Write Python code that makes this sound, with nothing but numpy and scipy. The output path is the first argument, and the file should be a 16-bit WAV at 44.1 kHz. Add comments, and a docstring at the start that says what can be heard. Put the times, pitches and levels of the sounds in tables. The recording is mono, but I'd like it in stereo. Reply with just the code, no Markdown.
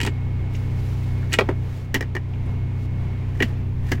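"""Gear-lever lock in an idling car

Inside the cabin, close to a stereo microphone, a key turns and the bolt springs open. The shackle
is pulled off and knocks on the console, then slides back into the lock body and clicks home. Each
contact rings the steel and thuds in the console. Behind it the engine hums through the cabin at
multiples of its firing rate, with a thin whine and a soft hiss."""
import sys
import numpy as np
from scipy import signal
from scipy.fft import rfft, irfft, next_fast_len
from scipy.io import wavfile
from scipy.ndimage import map_coordinates

SR = 44100
rng = np.random.default_rng(int(sys.argv[2]) if len(sys.argv) > 2 else 0)


def to_wav(s):
    """Save 16-bit WAV."""
    ch = np.atleast_2d(s).T  # columns
    pcm = np.round(np.clip(ch, -1, 1) * 32767)  # PCM
    wavfile.write(sys.argv[1], SR, pcm.astype(np.int16))


N = 4 * SR

# how the lock sits in the stereo picture: f/Hz, left over right/dB
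LOCK_BALANCE = [(200, 5.5), (450, 1.5), (750, 1), (1300, 5.5), (2400, 10), (3200, 7), (4500, 0.5),
                (6000, 1.5), (7500, -8), (9500, -0.5), (15000, 1)]
# lock noise at the two sides of the microphone: f/Hz, correlation
LOCK_LIKENESS = [(200, 1), (700, 0.87), (2000, 0.14), (4000, -0.22), (12000, 0.0065)]
def lock():
    """All the contacts, close up; their middle range reaches the left side more strongly."""
    noise = white(LOCK_LIKENESS)
    parts = key(noise) + knocks(noise) + latch(noise) + chirp() + bumps(noise) + touches() + thumps()
    pan = lambda hz: np.sqrt(2 / (1 + amp(np.outer([-1, 1], along(LOCK_BALANCE, hz))) ** 2))
    return amp(2.0) * filtered(parts, pan)


# key and bolt contacts: t/s, thud/dB, clack/dB, ring/dB, tick/dB
BOLT_CLICKS = [(.002, -25.5, -20, -26, -29), (.013, -32.5, -22, -25, -22.5), (0.0311, -25, -20, -25, -23.5),
               (.049, -22.5, -31, -25.5, -26.5), (.063, -25, -23, -34, -22), (.073, -20, -18, -26, -38),
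               (1.323, -32, -24, -30, -49), (1.329, -33, -21, -24, -17.5), (1.337, -22, -10, -14, -17),
               (1.348, -42, -40, -26, -36)]
# spectrum of their noise: f/Hz, level/dB
BOLT_COLOUR = [(200, 4.5), (400, 5.5), (520, -22), (900, -2.5), (1080, -15.5), (1350, -15), (1600, -4),
               (2400, -1.5), (3100, -4.5), (4000, -10), (6200, -15), (7700, -11.5), (9500, -22),
               (15000, -28.5)]
# modes of key and bolt: f/Hz, level/dB
BOLT_MODES = [(1350, -9.5), (1900, -2), (2200, -5.5), (2470, 0), (2900, -2.5), (3230, -9)]
def key(noise):
    """The key turns in a run of small clicks; later the bolt springs open."""
    return contacts(noise, BOLT_CLICKS, BOLT_COLOUR, BOLT_MODES, ring_t60=0.052)


# shackle against the lever: t/s, thud/dB, clack/dB, ring/dB, tick/dB
SHACKLE_KNOCKS = [(1.387, -10, -8.5, -10.5, -22.5), (1.393, -15, -23, -26, -31),
                  (1.4084, -19.5, -21, -21.5, -37), (1.418, -23, -33, -31, -48)]
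# spectrum of their noise: f/Hz, level/dB
SHACKLE_COLOUR = [(200, -16.5), (440, 5.5), (700, -5.5), (1050, -7.5), (1400, -8), (1650, -18),
                  (3200, -17.5), (4200, -17.5), (5500, -19), (7500, -25), (9500, -29.5), (15000, -34)]
# modes of the knocked shackle: f/Hz, level/dB
SHACKLE_MODES = [(1050, -7), (1960, 2), (2290, -1), (2480, 3.5), (2750, -10), (3260, -6.5)]
def knocks(noise):
    """Pulled off, the shackle strikes the lever once hard and three times more lightly."""
    return contacts(noise, SHACKLE_KNOCKS, SHACKLE_COLOUR, SHACKLE_MODES, ring_t60=0.041)


# shackle entering the lock body, then seating home: t/s, thud/dB, clack/dB, ring/dB, tick/dB
ENTRY_CLICKS = [(1.9428, -22.5, -12, -17.5, -17), (1.9471, -22.5, -11.5, -20, -22.5),
                (1.956, -20, -19, -19, -43), (2.008, -25, -29, -21, -29), (2.025, -28, -29, -29, -41),
                (2.151, -23.5, -30, -25, -32.5), (2.165, -24.5, -29, -19.5, -39.5),
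                (3.4032, -17.5, -14, -15.5, -36), (3.423, -23, -10, -16.5, -24.5),
                (3.427, -23, -12.5, -24, -25)]
HOME_CLICKS = [(3.917, -18.5, -22, -32, -21.5), (3.9203, -21.5, -16.5, -19, -31)]
# spectrum of their noise: f/Hz, level/dB
BODY_COLOUR = [(200, -3.5), (400, 2), (550, -12), (760, -11), (1100, -15.5), (1400, -13.5), (1900, 1.5),
               (2550, -9.5), (2950, -1.5), (3600, -15.5), (5900, -13), (7500, -19.5), (9000, -25.5),
               (15000, -27)]
# modes of the lock body as the shackle enters, then as it seats: f/Hz, level/dB
BODY_MODES = [(1720, -9), (1800, -2), (1875, -2.5), (1935, -1.5), (2350, -9), (2870, -18.5)]
HOME_MODES = [(1250, -10), (1660, 1.5), (2050, -8), (2900, -13)]
def latch(noise):
    """The shackle clicks its way into the lock body and seats with a lower ring."""
    entering = contacts(noise, ENTRY_CLICKS, BODY_COLOUR, BODY_MODES, ring_t60=0.048)
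    return entering + contacts(noise, HOME_CLICKS, BODY_COLOUR, HOME_MODES, ring_t60=0.048)


def chirp(centre_hz=12800, half_width_hz=3000):
    """The hardest latching contacts of the steel shackle add a very high, short ring."""
    times, *_, tick_db = np.transpose(ENTRY_CLICKS + HOME_CLICKS)
    levels = 1.74 * tick_db - 1  # grows faster than the tick
    burst = white(LOCK_LIKENESS) * bursts(times, levels, t60=0.019, tail_db=-12.5, attack_s=0.0003)
    return causal(burst, lambda hz: resonance(hz, centre_hz, half_width_hz))


# low modes of the console under the lock: f/Hz, level/dB
PANEL_MODES = [(275, -2), (390, -1.5), (490, -6.5), (735, -15), (890, -11)]
def contacts(noise, table, colour, modes, ring_t60, clack_from_hz=1370, tick_from_hz=3900):
    """Each contact thuds in the console, clacks and rings in the lock and ticks on the steel."""
    times, thud_db, clack_db, ring_db, tick_db = np.transpose(table)
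    thud = noise * bursts(times, thud_db, t60=0.044, tail_db=-5, attack_s=0.00062)
    clack = noise * bursts(times, clack_db, t60=0.014, tail_db=-15, attack_s=0.00036)
    tick = noise * bursts(times, tick_db, t60=0.019, tail_db=-12.5, attack_s=0.0006)
    impact = (amp(-1.5) * band(thud, colour, 176, clack_from_hz)
              + band(clack, colour, clack_from_hz, tick_from_hz)
              + band(tick, colour, tick_from_hz, SR))
    metal = ring(times, ring_db, modes, ring_t60, attack_s=0.00092, scatter_db=1.5)
    console = ring(times, thud_db, PANEL_MODES, t60=0.051, attack_s=0.00061, scatter_db=0)
    return impact + metal + amp(-6) * console


# padded shackle landing on the console: t/s, level/dB
PADDED_BUMPS = [(1.4881, -13.5), (1.510, -27.5)]
# spectrum of the puff: f/Hz, level/dB
PUFF_COLOUR = [(120, -22), (260, -11), (400, 6), (520, -3), (680, -11), (870, -11.5), (1400, -12.5),
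               (2200, -18), (3500, -30.5), (15000, -54)]
def bumps(noise):
    """The padding lands softly: a dull puff and the low modes of the console."""
    times, levels = np.transpose(PADDED_BUMPS)
    burst = noise * bursts(times, levels, t60=0.05, tail_db=-5, attack_s=0.00087)
    puff = causal(burst, lambda hz: amp(along(PUFF_COLOUR, hz)))
    console = ring(times, levels, PANEL_MODES, t60=0.051, attack_s=0.00074, scatter_db=1.5)
    return amp(-2.5) * puff + amp(-1) * console


# the lever giving: t/s, f/Hz, level/dB
LEVER_THUMPS = [(1.419, 199.4, -24.5), (1.956, 268, -24.5), (3.437, 217, -20), (3.936, 233, -24)]
def thumps():
    """Pushed by the lock, the lever gives and answers with a low, dull note."""
    return sum(ring([s], [db], [(hz, 0)], t60=0.079, attack_s=0.0029, scatter_db=2)
               for s, hz, db in LEVER_THUMPS)


# fingers and key on the lock: t/s, f/Hz, level/dB
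LIGHT_TOUCHES = [(.546, 2790, -33), (0.55, 5500, -39), (1.225, 1610, -38), (2.333, 2640, -38),
                 (2.458, 8750, -55), (3.975, 1900, -33.5)]
def touches(sharpness=4.9):
    """Light touches near the microphone, each a brief burst in one broad resonance."""
    noise, out = white(LOCK_LIKENESS), np.zeros((2, N))
    for s, centre_hz, db in LIGHT_TOUCHES:
        burst = noise * bursts([s], [db], t60=0.049, tail_db=-12.5, attack_s=0.0025)
        out += causal(burst, lambda hz: resonance(hz, centre_hz, centre_hz / sharpness))
    return out


# shackle rubbing in the lock body: start/s, peak/s, end/s, level/dB
SHACKLE_SCRAPES = [(1.283, 1.336, 1.35, -35.5), (3.217, 3.434, 3.595, -46.5), (3.758, 3.904, 4.06, -44)]
def scraping(half_width_hz=190, rough_db=3):
    """The shackle rubs in the lock body in uneven catches that keep its modes ringing."""
    level = sum(amp(db) * swell(*times) ** 2 for *times, db in SHACKLE_SCRAPES)
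    body = lambda hz: sum(amp(db) * resonance(hz, centre, half_width_hz) for centre, db in BODY_MODES)
    rub = rush(RUB_COLOUR)
    ringing = amp(1) * unit(filtered(white(LOCK_LIKENESS), body))
    return level * amp(rough_db * wobble(130)) * (rub + ringing)


# hand and metal sliding: start/s, peak/s, end/s, level/dB
HAND_SLIDES = [(0.493, 0.553, 0.69, -48), (0.587, 0.867, 1.61, -48), (1.53, 1.774, 1.91, -49.5),
               (2.7, 2.857, 2.87, -54)]
# spectrum of the friction: f/Hz, level/dB
RUB_COLOUR = [(300, -17), (1000, -2), (2500, -1), (4500, -4), (7000, -8.5), (9000, -13.5), (15000, -14.5)]
def sliding():
    """Soft, uneven rubbing, close by, that swells and fades as the hand moves."""
    level = sum(amp(db) * swell(*times) for *times, db in HAND_SLIDES)
    return level * amp(1.1 * wobble(76)) * rush(RUB_COLOUR)


# engine harmonics inside the car: multiple of the firing rate, level/dB
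ENGINE_ORDERS = [(1, -16), (2, -6), (3, -1), (4, -2.5), (5, -15), (6, -24), (8, -17), (10, -25),
                 (12, -26.5), (14, -28.5)]
# course of the hum: t/s, relative level/dB
HUM_LEVEL = [(0, -24.5), (1.28, -24), (1.36, -29), (1.62, -23.5), (1.72, -28.5), (2.25, -28), (2.5, -25),
             (4, -24.5)]
# spectrum of the rumble: f/Hz, level/dB
IDLE_COLOUR = [(15, 9), (30, -23), (55, 3.5), (110, -1), (170, -0.5), (260, -28.5), (500, -56)]
def engine(firing_hz=30.95, smear_turns=0.21):
    """The idle from inside: firing harmonics, smeared by the cabin into a smooth hum, over a rumble."""
    turns = firing_hz * np.arange(N) / SR + 0.011 * wobble(2.995)
    harmonics = sum(amp(db) * np.sin(2 * np.pi * (k * turns + smear_turns * k * k))
                    for k, db in ENGINE_ORDERS)
    hum_db = curve(HUM_LEVEL)
    rumble = amp(-34 + hum_db - hum_db.mean() + 2.1 * wobble(5.3)) * rush(IDLE_COLOUR)
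    hum = amp(hum_db + 1 + 0.4 * wobble(7)) * unit(harmonics)
    return (hum + rumble) * amp([[0.55], [-0.55]])  # slightly left


# course of the cabin noise and of the whine: t/s, relative level/dB
HISS_LEVEL = [(0, -43.5), (1.4, -43), (1.7, -46), (2.2, -47.5), (2.5, -44), (3.3, -44), (3.7, -45.5)]
WHINE_LEVEL = [(0, -49), (.35, -55.5), (1, -57), (1.6, -56), (2.1, -64), (2.7, -55), (3.1, -58), (3.6, -67)]
# spectrum of the cabin noise: f/Hz, level/dB
HISS_COLOUR = [(130, -6.5), (200, 2), (420, -3.5), (600, -8), (900, -7.5), (1300, -14.5), (2300, -13.5),
               (3300, -21.5), (5000, -30), (7000, -34.5), (9000, -41), (16000, -43)]
def cabin(whine_hz=2182, wander_hz=12.2):
    """Room tone of the running car: soft broad noise and a thin whine that wanders in pitch."""
    pitch_hz = whine_hz + wander_hz * wobble(40)
    tone = unit(np.sin(2 * np.pi * np.cumsum(pitch_hz) / SR))
    hiss = amp(curve(HISS_LEVEL) + 3.5 + 0.91 * wobble(9.6)) * rush(HISS_COLOUR)
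    whine = amp(curve(WHINE_LEVEL) + 2.4 * wobble(7.97)) * tone
    return (hiss + whine) * amp([[0.8], [-0.8]])  # slightly left


# cabin sound at the two sides of the microphone: f/Hz, correlation
CABIN_LIKENESS = [(100, 0.83), (500, 0.53), (1500, 0)]
def rush(colour):
    """Steady coloured noise of rms 1, central in the bass and wide in the treble."""
    return unit(filtered(white(CABIN_LIKENESS), lambda hz: amp(along(colour, hz))))


def white(likeness):
    """Stereo white noise whose two sides are partly alike."""
    def mid_side(hz):
        angle = np.arccos(np.clip(along(likeness, hz), -1, 1)) / 2
        return np.array([np.cos(angle), np.sin(angle)])
    mid, side = filtered(rng.standard_normal((2, N)), mid_side)
    return unit(np.array([mid + side, mid - side]))


def bursts(times, levels, t60, tail_db, attack_s, cabin_t60=0.092):
    """Envelope of contacts: a fall of 60 dB in t60 seconds, then the short answer of the cabin."""
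    t, power = np.arange(SR // 3) / SR, np.zeros(N + SR)
    direct, tail = amp(-60 * t / t60), amp(tail_db - 60 * t / cabin_t60)
    shape = (direct ** 2 + tail ** 2) * (1 - np.exp(-t / attack_s)) ** 2
    for s, db in zip(times, levels):
        power[max(0, round(s * SR)):][:len(t)] += amp(db) ** 2 * shape
    return np.sqrt(power[:N])


def ring(times, levels, modes, t60, attack_s, scatter_db):
    """Every contact rings the modes anew, nearly in step, each time a little differently."""
    t, out = np.arange(SR // 10) / SR, np.zeros(N + SR)
    hz, mode_db = np.transpose(modes)[:, :, None]
    rms = np.sqrt(np.sum(amp(mode_db) ** 2) / 2)
    decay = amp(mode_db - 60 * t / t60) * (1 - np.exp(-t / attack_s)) / rms
    for s, db in zip(times, levels):
        size, detune, phase = rng.standard_normal((3, len(modes), 1))
        waves = np.sin(2 * np.pi * hz * (1 + 0.012 * detune) * t + 0.8 * phase)
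        strike = np.sum(amp(db + scatter_db * size) * decay * waves, axis=0)
        out[max(0, round(s * SR)):][:len(t)] += strike
    return out[:N]


def band(x, colour, low_hz, high_hz):
    """x coloured and confined between two steep edges."""
    above = lambda hz, edge: (hz / edge) ** 6 / np.sqrt(1 + (hz / edge) ** 12)
    below = lambda hz, edge: np.sqrt(np.abs(1 - above(hz, edge) ** 2))
    return causal(x, lambda hz: amp(along(colour, hz)) * above(hz, low_hz) * below(hz, high_hz))


def causal(x, gain, size=2048):
    """x through a minimum-phase filter of unit energy, so nothing sounds ahead of a contact."""
    magnitude = np.maximum(gain(np.fft.rfftfreq(size, 1 / SR)), 1e-6)
    cepstrum = irfft(np.log(magnitude))
    cepstrum[1:size // 2] *= 2
    cepstrum[size // 2 + 1:] = 0
    impulse = irfft(np.exp(rfft(cepstrum)))
    return signal.oaconvolve(x, impulse[None] / np.linalg.norm(impulse), axes=1)[:, :N]


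def filtered(x, response):
    """x with its spectrum multiplied by response(hz)."""
    size = next_fast_len(N + SR // 2)
    return irfft(rfft(x, size) * response(np.fft.rfftfreq(size, 1 / SR)), size)[..., :N]


def resonance(hz, centre_hz, half_width_hz):
    """Gain of one resonant peak."""
    return 1 / (1 + ((hz - centre_hz) / half_width_hz) ** 2)


def wobble(rate):
    """A smooth random curve, rate knots a second."""
    return map_coordinates(rng.standard_normal(int(N * rate / SR) + 4), [np.arange(N) * rate / SR])


def swell(start, peak, end):
    """A straight rise to 1 and fall to 0."""
    return curve([(start, 0), (peak, 1), (end, 0)])


def curve(rows):
    """One value per sample from (t/s, value) rows."""
    return np.interp(np.arange(N) / SR, *np.transpose(rows))


def along(rows, hz):
    """(f/Hz, value) rows interpolated on a log axis."""
    knots_hz, values = np.transpose(rows)
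    return np.interp(np.log(hz + 1), np.log(knots_hz + 1), values)


def amp(db):
    """Decibels to gain."""
    return 10 ** (np.asarray(db) / 20)


def unit(x):
    """Scale to rms 1."""
    return x / np.sqrt(np.mean(x ** 2) + 1e-20)


def scene():
    """The lock in the foreground, the idling car all around."""
    return lock() + sliding() + scraping() + engine() + cabin()


def record(dry, ceiling=0.95, top_hz=16000):
    """The microphone chain rounds off the highest peaks and keeps nothing above its band limit."""
    rounded = dry / (1 + np.abs(dry / ceiling) ** 6) ** (1 / 6)
    return signal.sosfilt(signal.ellip(10, 0.1, 90, top_hz, fs=SR, output="sos"), rounded)


dry = scene()
out = record(dry)
to_wav(out)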